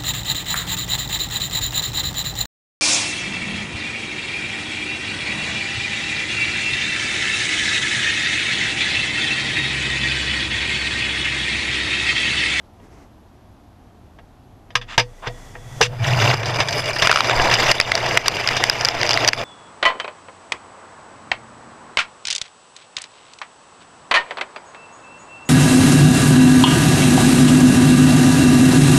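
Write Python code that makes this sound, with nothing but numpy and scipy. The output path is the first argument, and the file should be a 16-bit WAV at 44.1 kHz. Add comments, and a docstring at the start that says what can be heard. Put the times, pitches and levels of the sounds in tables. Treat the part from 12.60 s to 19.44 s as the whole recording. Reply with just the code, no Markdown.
"""A garden coaster track, heard from a small car: it knocks at the top, creeps off, runs downhill.
Hard wheels grind on steel tube rails over wooden ties; the flaws they strike keep the steel ringing.
The frame booms, jolts and clacks in its loose joints. The car rocks, so the rolling swells and drops.
The moving car rumbles deeply; in the dip the wheels groan and two low gusts pass.
A distant rumble lies under it all. The on-board camera's limiter catches the loudest clacks."""
import sys
import numpy as np
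from scipy import signal
from scipy.fft import rfft, irfft, next_fast_len
from scipy.io import wavfile
from scipy.ndimage import uniform_filter1d, map_coordinates

SR = 44100
rng = np.random.default_rng(int(sys.argv[2]) if len(sys.argv) > 2 else 0)


def unload_audio(sound):
    """Save the sound as a 16-bit wav file, at the path given as the first command line argument."""
    columns = np.transpose(np.atleast_2d(sound))
    # keep every value between -1 and 1, then stretch to whole-number steps
    steps = np.round(np.clip(columns, -1, 1) * 32767)
    wavfile.write(sys.argv[1], SR, steps.astype(np.int16))


N = 301644

# Noise spectra: freq_hz, density_db
GARDEN_SPECTRUM = [(12, -44), (20, -8.5), (92, 0), (149, -10), (242, -8), (532, -18.5), (718, -14),
                   (1440, -26.5), (1940, -30.5), (2130, -32.5), (3450, -35), (5000, -42.5), (6500, -63),
                   (11000, -120)]  # distant rumble
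HISS_SPECTRUM = [(500, -25), (3000, 0), (6000, 3), (9000, -4), (14000, -4.5), (15500, -3)]  # camera electronics
CLATTER_SPECTRUM = [(88, -15), (150, -7), (239, -19), (462, -4), (595, -5), (1290, -1.5), (1420, -12),
                    (1600, 2.5), (2810, -5.5), (4220, -7.5), (5030, -5.5), (6110, -10.5), (6730, -22.5),
                    (13500, -36.5), (15500, -66)]  # chattering parts
RUSTLE_SPECTRUM = [(60, -11), (200, 3), (450, -3), (1200, -10), (2000, -17), (3800, -25), (6000, -21),
                   (9000, -30), (15000, -40)]  # soft rustle
WHISPER_SPECTRUM = [(100, 6.5), (350, 5.5), (800, 7), (1400, 0), (2000, -2), (4200, -10.5), (6000, -3.5),
                    (9000, -11), (13000, -18), (15500, -16)]  # creeping wheels
CAR_RUMBLE_SPECTRUM = [(15, 3.5), (35, -6), (75, -6), (130, -19), (400, -81), (2000, -94)]  # deep rumble of the moving car, low gusts
ROAR_SPECTRUM = [(60, -11.5), (170, -7.5), (270, -7), (450, 2), (750, -0.5), (1100, -4.5), (1700, -7.5),
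                 (3000, -25.5), (6000, -29), (15000, -102.5)]  # rolling, dull part
GRIT_SPECTRUM = [(300, -6.5), (1000, -14), (1900, 11), (2700, 0.5), (4100, -6.5), (5100, -2.5),
                 (6200, -9.5), (7800, -21), (10000, -44), (15500, -58)]  # rolling, bright part
FIZZ_SPECTRUM = [(2000, -29), (6000, 12.5), (9000, -8.5), (13300, -1), (15500, -11)]  # hard-pressed wheels
CRACK_SPECTRUM = [(150, -17), (700, 9), (3000, 11), (6000, -1), (8000, -14.5), (11000, -17), (15500, -47)]  # joint impact
GROAN_SPECTRUM = [(200, -26.5), (400, -5), (520, -10.5), (700, -2), (1100, -0.5), (1500, -10),
                  (3000, -28.5), (8000, -70)]  # wheels in the dip

# Blows on the car: start_s, level_db, thump_db, treble_db, clatter_t60_s, low_mid_db, hollow_hz
KNOCK_HITS = [(0.198, -37.5, -13, -33, 0.03, 11, 1010), (1.586, -31.5, -14, -25, 0.06, 3, 1090),
              (2.104, -30, -15, -17, 0.06, 4, 3450), (2.153, 2, -23, -11, 0.065, -7, 1130),
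              (2.213, -20.5, -17, -16, 0.088, -9, 3330), (2.378, 5.5, -19.5, -9.5, 0.088, 3, 925),
              (2.394, 3, -26, -9, 0.056, 6.5, 2320), (2.67, -9.5, -12, -14.5, 0.073, 11, 690),
              (2.951, -21, -11.5, -49, 0.065, 7, 1840), (3.211, 7.5, -24, -9, 0.071, 8, 453),
              (3.225, 1, -18, -2, 0.087, -17, 2700)]
# Frame modes, the second its bounce on the wheels: freq_hz, level_db, t60_s
FRAME_MODES = [(28.1, -13, 1.655), (118.5, -2.5, 0.24), (490, -5.5, 0.23), (956, -12, 0.13),
               (1900, -11, 0.17), (4500, -29, 0.21)]
# Chassis resonances: freq_hz, width_hz, lift_db
CHASSIS_RESONANCES = [(464, 52, -1.5), (674, 66, 6.5), (950, 250, 2), (1310, 23, -1.5), (1890, 160, -1),
                      (2813, 420, 6), (3538, 370, 6.5), (4923, 66, 10.5), (6100, 490, 5.5), (7370, 340, 11)]
# Slow creep of the wheels: time_s, level_db
CREEP_LEVELS = [(0, -88), (2.0, -83), (2.45, -52.5), (2.86, -45), (2.97, -47.5), (3.06, -44.5), (3.2, -41),
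                (3.3, -55), (3.4, -71)]
# Short gritty scrapes, and the soft first contact of the 3.21 s knock:
# centre_s, level_db, half_length_s, centre_hz
SCRAPES_AND_CONTACT = [(2.324, -33.5, 0.037, 1890), (2.641, -32.5, 0.017, 1010), (2.67, -29.5, 0.016, 1290),
                       (3.209, -14, 0.0023, 607), (3.249, -21.5, 0.02, 2530), (3.37, -45, 0.061, 1775)]
# Frame bounce over the crest: time_s, level_db
CREST_LEVELS = [(2.8, -51.5), (3.08, -37.5), (3.37, -28.5), (3.44, -17), (3.69, -19), (3.77, -26.5),
                (4.2, -33), (4.6, -49)]
# Low gusts at the bottom of the dip: centre_s, level_db
DIP_GUSTS = [(4.809, -23), (5.04, -29)]
# Rolling, growing with speed and load: time_s, roar_db, grit_db
ROLL_LEVELS = [(3.3, -38, -76), (3.39, -36.5, -57), (3.44, -27.5, -23), (3.56, -24.5, -23.5),
               (3.66, -19.5, -18), (3.85, -24, -30), (4.2, -27, -32), (4.5, -28, -24), (4.8, -21, -23.5),
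               (5.05, -25.5, -20), (5.38, -22.5, -25.5), (5.78, -29.5, -28), (5.95, -24.5, -23),
               (6.2, -26.5, -27.5), (6.58, -23, -23.5), (6.84, -26, -31.5)]
# Rocking; the wheels press, lift, run light: lift_s, drop_db, light_for_s
WHEEL_LIFTS = [(3.743, 6, 0.069), (4.035, 4.5, 0.052), (4.314, 6.5, 0.051), (4.525, 0, 0.076),
               (4.954, 0.5, 0.023), (5.12, 4.5, 0.14), (5.579, 3, 0.086), (5.69, -2, 0.021),
               (6.295, 2.5, 0.025), (6.697, 8.5, 0.036)]
# Modes of wheels and steel tube: freq_hz, width_hz, level_db
STEEL_MODES = [(601, 15, 3), (1627, 10, -26), (2300, 17, 3), (2384, 67, 7.5), (2836, 98, 5),
               (4860, 200, 6.5), (5034, 62, 1.5), (5960, 53, -4), (7330, 40, -16), (8690, 35, -14),
               (10300, 37, -14.5), (11750, 75, -17), (13250, 160, -25)]
# Wheels hitting uneven rail: start_s, level_db, treble_db, clatter_t60_s
RAIL_JOLTS = [(3.621, -5.5, -5, .06), (3.7, -5, -4, .035), (3.831, -9.5, -5, .025),
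              (3.857, -12.5, 6, 0.096), (4.002, 1, -3, 0.076), (4.085, -6, 5, .045), (4.127, -8, 11, 0.042),
              (4.362, -9.5, -6, 0.074), (4.421, 2, 0, 0.07), (4.448, -1, -12, 0.035),
              (4.494, 2.5, -13, 0.072), (4.644, -4, -2.5, 0.077), (4.71, -6, -11, 0.05),
              (4.797, 0.5, -17, 0.02), (4.912, -1.5, -3, 0.07), (4.939, -1.5, 12, 0.043),
              (4.998, -7, -11, 0.049), (5.039, -8.5, -4, 0.037), (5.082, -5, -4, .15),
              (5.376, -4.5, 1, .027), (5.659, -6.5, 0, .067), (5.767, -8, -2, 0.033),
              (5.967, -5.5, 5, 0.073)]
# A loose joint striking its stop: start_s, clack_db, ping_db
JOINT_HITS = [(4.4721, 13, 2), (4.514, 13, 3.5), (4.527, 7, -14), (4.559, 9, 0), (4.573, 4.5, -9),
              (4.587, 1, -22), (4.606, 9, -7), (4.6963, 2.5, -25), (5.114, -9, 2), (5.1164, 7, 9),
              (5.2006, 13.5, 4), (5.212, -5, 2.5), (5.3183, 8.5, -4.5), (5.353, 0, 7.5), (5.463, -1.5, -23),
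              (5.5736, 15.5, 2), (5.6816, 1, 12), (5.8747, -8, 2), (5.8884, 1.5, -1), (6.0389, 9.5, 6.5),
              (6.0978, 1, 9.5), (6.2103, -22, -3.5), (6.249, -18, 8.5), (6.254, -18, 5), (6.2865, -24, 5),
              (6.4143, -7, -5.5), (6.4314, 3.5, -3), (6.465, -14, -4.5), (6.474, -19, -6),
              (6.4922, -21, 2.5), (6.508, -18, 2), (6.5132, -18, -3.5), (6.5321, -6, -0.5),
              (6.5408, -9, -2), (6.5742, 7, -27), (6.6473, -2.5, -4), (6.677, -12, 11), (6.6845, -20, 7),
              (6.6875, -14, 11.5), (6.7327, 1.5, -5.5)]
# Resonances of the groan: freq_hz, width_hz, lift_db
GROAN_RESONANCES = [(704, 80, 7), (953, 110, 6)]

CRUISE_DB = -22.5  # roar and grit at cruising load
TIME_S = np.arange(N) / SR


def amp(db):
    """Decibels to gain."""
    return 10 ** (np.asarray(db) / 20)


def unit(x):
    """x at rms 1."""
    return x / np.sqrt(np.mean(x ** 2) + 1e-20)


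def noise(count=N):
    """White noise."""
    return rng.standard_normal(count)


def impulses(rate_hz):
    """Randomly timed impulses of random size."""
    return (rng.random(N) < rate_hz / SR) * noise()


def along(points, hz):
    """Interpolate (freq_hz, value) points on a log axis."""
    freqs_hz, values = np.transpose(points)
    return np.interp(np.log(hz + 1), np.log(freqs_hz + 1), values)


def levels(rows):
    """A gain curve per dB column, fading in over 81 ms before the first row."""
    times_s, *columns_db = np.transpose(rows)
    fade_in = np.clip(1 + (TIME_S - times_s[0]) / 0.081, 0, 1)
    return [amp(np.interp(TIME_S, times_s, db)) * fade_in for db in columns_db]


def swell(full_s, rise_s, hold_s, fall_s):
    """Trapezoid, 0 to 1 and back; reaches 1 at full_s."""
    t = TIME_S - full_s
    return np.clip(np.minimum(1 + t / rise_s, 1 - (t - hold_s) / fall_s), 0, 1)


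def wobble(rate_hz):
    """Smooth random curve, rms near 1."""
    return map_coordinates(noise(int(N * rate_hz / SR) + 4), [TIME_S * rate_hz])


def colour(x, spectrum, resonances=(), size=8192):
    """Minimum-phase filter of energy 1: a smooth spectrum plus resonant peaks."""
    hz = np.fft.rfftfreq(size, 1 / SR)
    peaks_db = sum(db / (1 + (2 * (hz - peak_hz) / width_hz) ** 2)
                   for peak_hz, width_hz, db in resonances)
    cepstrum = irfft(np.log(amp(along(spectrum, hz) + peaks_db)))
    cepstrum[1:size // 2] *= 2
    cepstrum[size // 2 + 1:] = 0
    response = irfft(np.exp(rfft(cepstrum)))
    return signal.fftconvolve(x, response / np.linalg.norm(response))[:len(x)]


def patchy_noise(depth_db, size):
    """Noise with random time-frequency gain patches; larger size: longer, narrower patches."""
    bins = signal.stft(noise(), nperseg=size)[2]
    patches = uniform_filter1d(noise(bins.shape), size=6, axis=0)
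    patches = unit(uniform_filter1d(patches, size=5, axis=1))
    return unit(signal.istft(bins * amp(depth_db * patches), nperseg=size)[1][:N])


def ring(t, hz, t60_s):
    """One damped mode."""
    return np.sin(2 * np.pi * hz * t) * amp(-60 * t / t60_s)


def add(track, start_s, sound):
    """Mix a sound in at start_s."""
    part = track[round(start_s * SR):][:len(sound)]
    part += sound[:len(part)]


def garden():
    """Steady distant rumble."""
    return amp(-47.5) * unit(colour(noise(), GARDEN_SPECTRUM))


def electronics():
    """The camera's faint hiss with a thin whine."""
    return amp(-68) * unit(colour(noise(), HISS_SPECTRUM, resonances=[(11270, 250, 14)]))


def rustle():
    """One soft rustle while the car waits."""
    flutter = amp(2.1 * wobble(30.6))
    brushing = colour(noise(), RUSTLE_SPECTRUM, resonances=[(260, 120, 5), (2050, 350, 5.8)])
    return amp(-46) * swell(0.39, rise_s=0.28, hold_s=0, fall_s=0.12) * unit(flutter * brushing)


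def clatter(t, t60_s, treble_db, low_db, hold_s, rise_s, resonances=CHASSIS_RESONANCES):
    """Parts chatter against each other for a few ms, then die away."""
    tilt = [(500, low_db), (1000, 0), (2500, 0), (5000, treble_db)]
    spectrum = [(hz, db + along(tilt, hz)) for hz, db in CLATTER_SPECTRUM]
    envelope = (1 - np.exp(-t / rise_s)) * amp(-60 * np.maximum(t - hold_s, 0) / t60_s)
    return colour(envelope * noise(len(t)), spectrum, resonances)


def knocks():
    """Eased over the top, the car bumps the track; each blow rings the frame."""
    out, t = np.zeros(N), np.arange(SR) / SR
    for start_s, db, thump_db, treble_db, t60_s, low_db, hollow_hz in KNOCK_HITS:
        frame = sum(amp(mode_db + rng.normal(0, 1)) * ring(t, hz, mode_t60_s)
                    for hz, mode_db, mode_t60_s in FRAME_MODES)
        add(out, start_s, amp(db + thump_db) * frame * (1 - np.exp(-t / 0.0034)))
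        hollow = [*CHASSIS_RESONANCES, (hollow_hz, 0.16 * hollow_hz, 8)]  # struck spot adds a peak
        parts = clatter(t, t60_s, treble_db + 9, low_db, hold_s=0.0025, rise_s=0.0011, resonances=hollow)
        add(out, start_s, amp(db - 9) * parts)
    return out


def creeping():
    """Slow wheels whisper along the rail; short gritty scrapes and one knock's soft first contact."""
    gain, = levels(CREEP_LEVELS)
    flutter = amp(1.5 * wobble(12))
    whisper = colour(noise(), WHISPER_SPECTRUM, resonances=[(1950, 99, 11.5), (3410, 250, 11.3)])
    out = gain * unit(flutter * whisper)
    for centre_s, db, half_s, hz in SCRAPES_AND_CONTACT:
        band = [(hz / 6, -22), (hz / 2, -4), (hz, 0), (hz * 2, -10), (hz * 3.6, -22), (hz * 12, -62)]
        grains = unit(colour(impulses(rate_hz=9000), band, CHASSIS_RESONANCES))
        out += amp(db) * np.exp(-np.abs((TIME_S - centre_s) / half_s) ** 3) * grains
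    return out


def wheel_gains(press_db=3, press_s=0.18, unload_s=0.005, land_s=0.052):
    """Roar and grit gains: the run's slow course times the rocking wheel load."""
    load_db = np.zeros(N)
    for lift_s, drop_db, light_for_s in WHEEL_LIFTS:
        load_db += press_db * swell(lift_s, press_s, 0, unload_s)
        load_db -= drop_db * swell(lift_s + unload_s, unload_s, light_for_s, land_s)
    return [gain * amp(load_db) for gain in levels(ROLL_LEVELS)]


def boom():
    """The crest and the bumps keep the frame bouncing on its wheels."""
    crest, = levels(CREST_LEVELS)
    roar, _ = wheel_gains()
    gain = np.hypot(crest, amp(-9.5) * roar)
    spectrum = [(20, -40), (75, -29), (100, -7.5), (122, 1), (145, -10), (200, -25.5), (600, -56)]
    swing = unit(colour(noise(), spectrum, resonances=[(118, 50, 3.1)]))
    running_rms = np.sqrt(np.abs(uniform_filter1d(swing ** 2, size=3000)))
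    return gain * swing / (running_rms + 0.038)  # stiff wheels keep the swing even


def car_rumble(gust_half_s=0.04):
    """Deep rumble of the moving car, growing with the roar, plus two low gusts."""
    roar, _ = wheel_gains()
    moving = swell(3.2, rise_s=0.15, hold_s=N / SR, fall_s=1)
    rumble_gain = amp(-43) * moving * (1 + roar / amp(CRUISE_DB)) ** 0.3
    gusts = sum(amp(db) * np.exp(-((TIME_S - centre_s) / gust_half_s) ** 2)
                for centre_s, db in DIP_GUSTS)
    return (rumble_gain + gusts) * unit(amp(1.2 * wobble(12)) * colour(noise(), CAR_RUMBLE_SPECTRUM))


def rolling():
    """Wheels strike countless small flaws under a fluttering load; the chassis rings with them."""
    roar, grit = wheel_gains()
    load = amp(2.27 * wobble(90) + 0.74 * wobble(30))
    flaws = unit(impulses(rate_hz=600))
    bright = unit(load * colour(patchy_noise(depth_db=4, size=256), GRIT_SPECTRUM, CHASSIS_RESONANCES))
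    dull = unit(load * colour(patchy_noise(depth_db=2, size=768), ROAR_SPECTRUM, CHASSIS_RESONANCES))
    grinding = grit * (amp(-2.5) * bright + amp(-3.5) * rattling())
    fizz_gain = amp(-7.5) * grit ** 1.57  # only hard-pressed wheels hiss
    fizz = fizz_gain * unit(load * colour(noise(), FIZZ_SPECTRUM))
    return amp(-0.85) * roar * dull + grinding + fizz + singing(load * flaws, grit)


def rattling(rate_hz=520, spread_db=12.5, low_hz=650, high_hz=5300):
    """Small parts tick through the chassis, each at its own pitch."""
    t = np.arange(SR // 50) / SR
    when, pitch, size = rng.random((int(rate_hz * N / SR), 3, 1)).transpose(1, 0, 2)
    hz = low_hz * (high_hz / low_hz) ** pitch
    ticks = amp(spread_db * size ** 3) * ring(t, hz, t60_s=0.0092) * (1 - np.exp(-t / 0.00039))
    indices = (when * N).astype(int) + np.arange(len(t))
    rattle = np.bincount(indices.ravel(), ticks.ravel(), N)[:N]
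    spectrum = [(700, -1), (2200, 0.5), (3900, -3), (5000, -8), (7000, -12)]
    return unit(colour(rattle, spectrum, CHASSIS_RESONANCES))


def singing(flaws, grit):
    """Flaws ring the steel, most on the straight descent; modes flutter as the contact wanders."""
    descent = swell(4.18, rise_s=0.37, hold_s=0.46, fall_s=0.37)
    gain = amp(-30 + 7.5 * descent) * np.sqrt(grit / amp(CRUISE_DB))
    out, t = np.zeros(N), np.arange(SR // 6) / SR
    for hz, width_hz, db in STEEL_MODES:
        response = np.sin(2 * np.pi * hz * t) * np.exp(-np.pi * width_hz * t)
        mode = signal.fftconvolve(flaws, response)[:N]
        out += amp(db) * unit(mode * amp(3.5 * wobble(45)))
    return gain * unit(out)


def jolts():
    """Rail bumps shake the loose parts and push the frame into its bounce."""
    out, t = np.zeros(N), np.arange(SR // 4) / SR
    bounce_hz, _, bounce_t60_s = FRAME_MODES[1]
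    for start_s, db, treble_db, t60_s in RAIL_JOLTS:
        parts = clatter(t, t60_s, treble_db, low_db=3, hold_s=0.0016, rise_s=0.00025)
        add(out, start_s, amp(db - 9.5) * parts + amp(db - 23) * ring(t, bounce_hz, bounce_t60_s))
    return out


def clacks(dip_hz=1364, bend_hz=2036, bend_s=4.9):
    """A loose joint by the microphone: a tiny crack, a heavily damped mode, two higher pings."""
    out, t = np.zeros(N), np.arange(SR // 20) / SR
    for start_s, clack_db, ping_db in JOINT_HITS:
        hz = dip_hz if start_s < bend_s else bend_hz  # side load in the bend raises the pitch
        hz *= 1 + 0.029 * rng.normal()
        clack = amp(clack_db) * ring(t, hz, t60_s=0.0086 * (hz / 2000) ** 0.38)
        low_ping = ring(t, hz=4900 * (1 + 0.021 * rng.normal()), t60_s=0.0076)
        high_ping = ring(t, hz=5500 * (1 + 0.063 * rng.normal()), t60_s=0.0069)
        ping = amp(ping_db) * (low_ping + 0.79 * high_ping)
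        crack_gain = amp(-7.5) * np.hypot(amp(clack_db), amp(ping_db))
        crack = crack_gain * colour(noise(len(t)) * amp(-60 * t / 0.013), CRACK_SPECTRUM)
        add(out, start_s, (clack + ping + crack) * (1 - np.exp(-t / 0.0004)))
    return amp(-1) * out


def groan():
    """Pressed into the dip by the car's weight, the wheels groan, hollow and coarse."""
    voice = unit(amp(2.5 * wobble(60)) * colour(noise(), GROAN_SPECTRUM, GROAN_RESONANCES))
    return amp(-24) * swell(4.7, rise_s=0.12, hold_s=0.17, fall_s=0.12) * voice


def limiter(x, release_s, depth_db):
    """Peaks over full scale cut the gain at once, by depth_db at most; it recovers over release_s."""
    excess_nepers = np.log(np.clip(np.abs(x), 1, amp(depth_db))) + 1e-9
    decay = TIME_S / release_s
    held_nepers = np.exp(np.maximum.accumulate(np.log(excess_nepers) + decay) - decay)
    return x * np.exp(-uniform_filter1d(held_nepers, size=12))


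def scene():
    """Mono mix, heard from the car."""
    car = creeping() + rolling() + boom() + knocks() + jolts() + clacks()
    return (car + garden() + rustle() + car_rumble() + groan())[None]


def record(dry):
    """The camera adds hiss, limits and rounds the peaks, dulls and cuts the top octave."""
    clip_level, rolloff_hz, cutoff_hz = 0.93, 13500, 15400
    limited = limiter(dry[0] + electronics(), release_s=0.055, depth_db=5.5)
    rounded = limited / (1 + (limited / clip_level) ** 4) ** (1 / 4)
    size = next_fast_len(N + SR // 4)
    hz = np.fft.rfftfreq(size, 1 / SR)
    lowpass = (hz < cutoff_hz) / np.sqrt(1 + (hz / rolloff_hz) ** 10)
    return irfft(rfft(rounded, size) * lowpass, size)[None, :N]


dry = scene()
out = record(dry)
unload_audio(out)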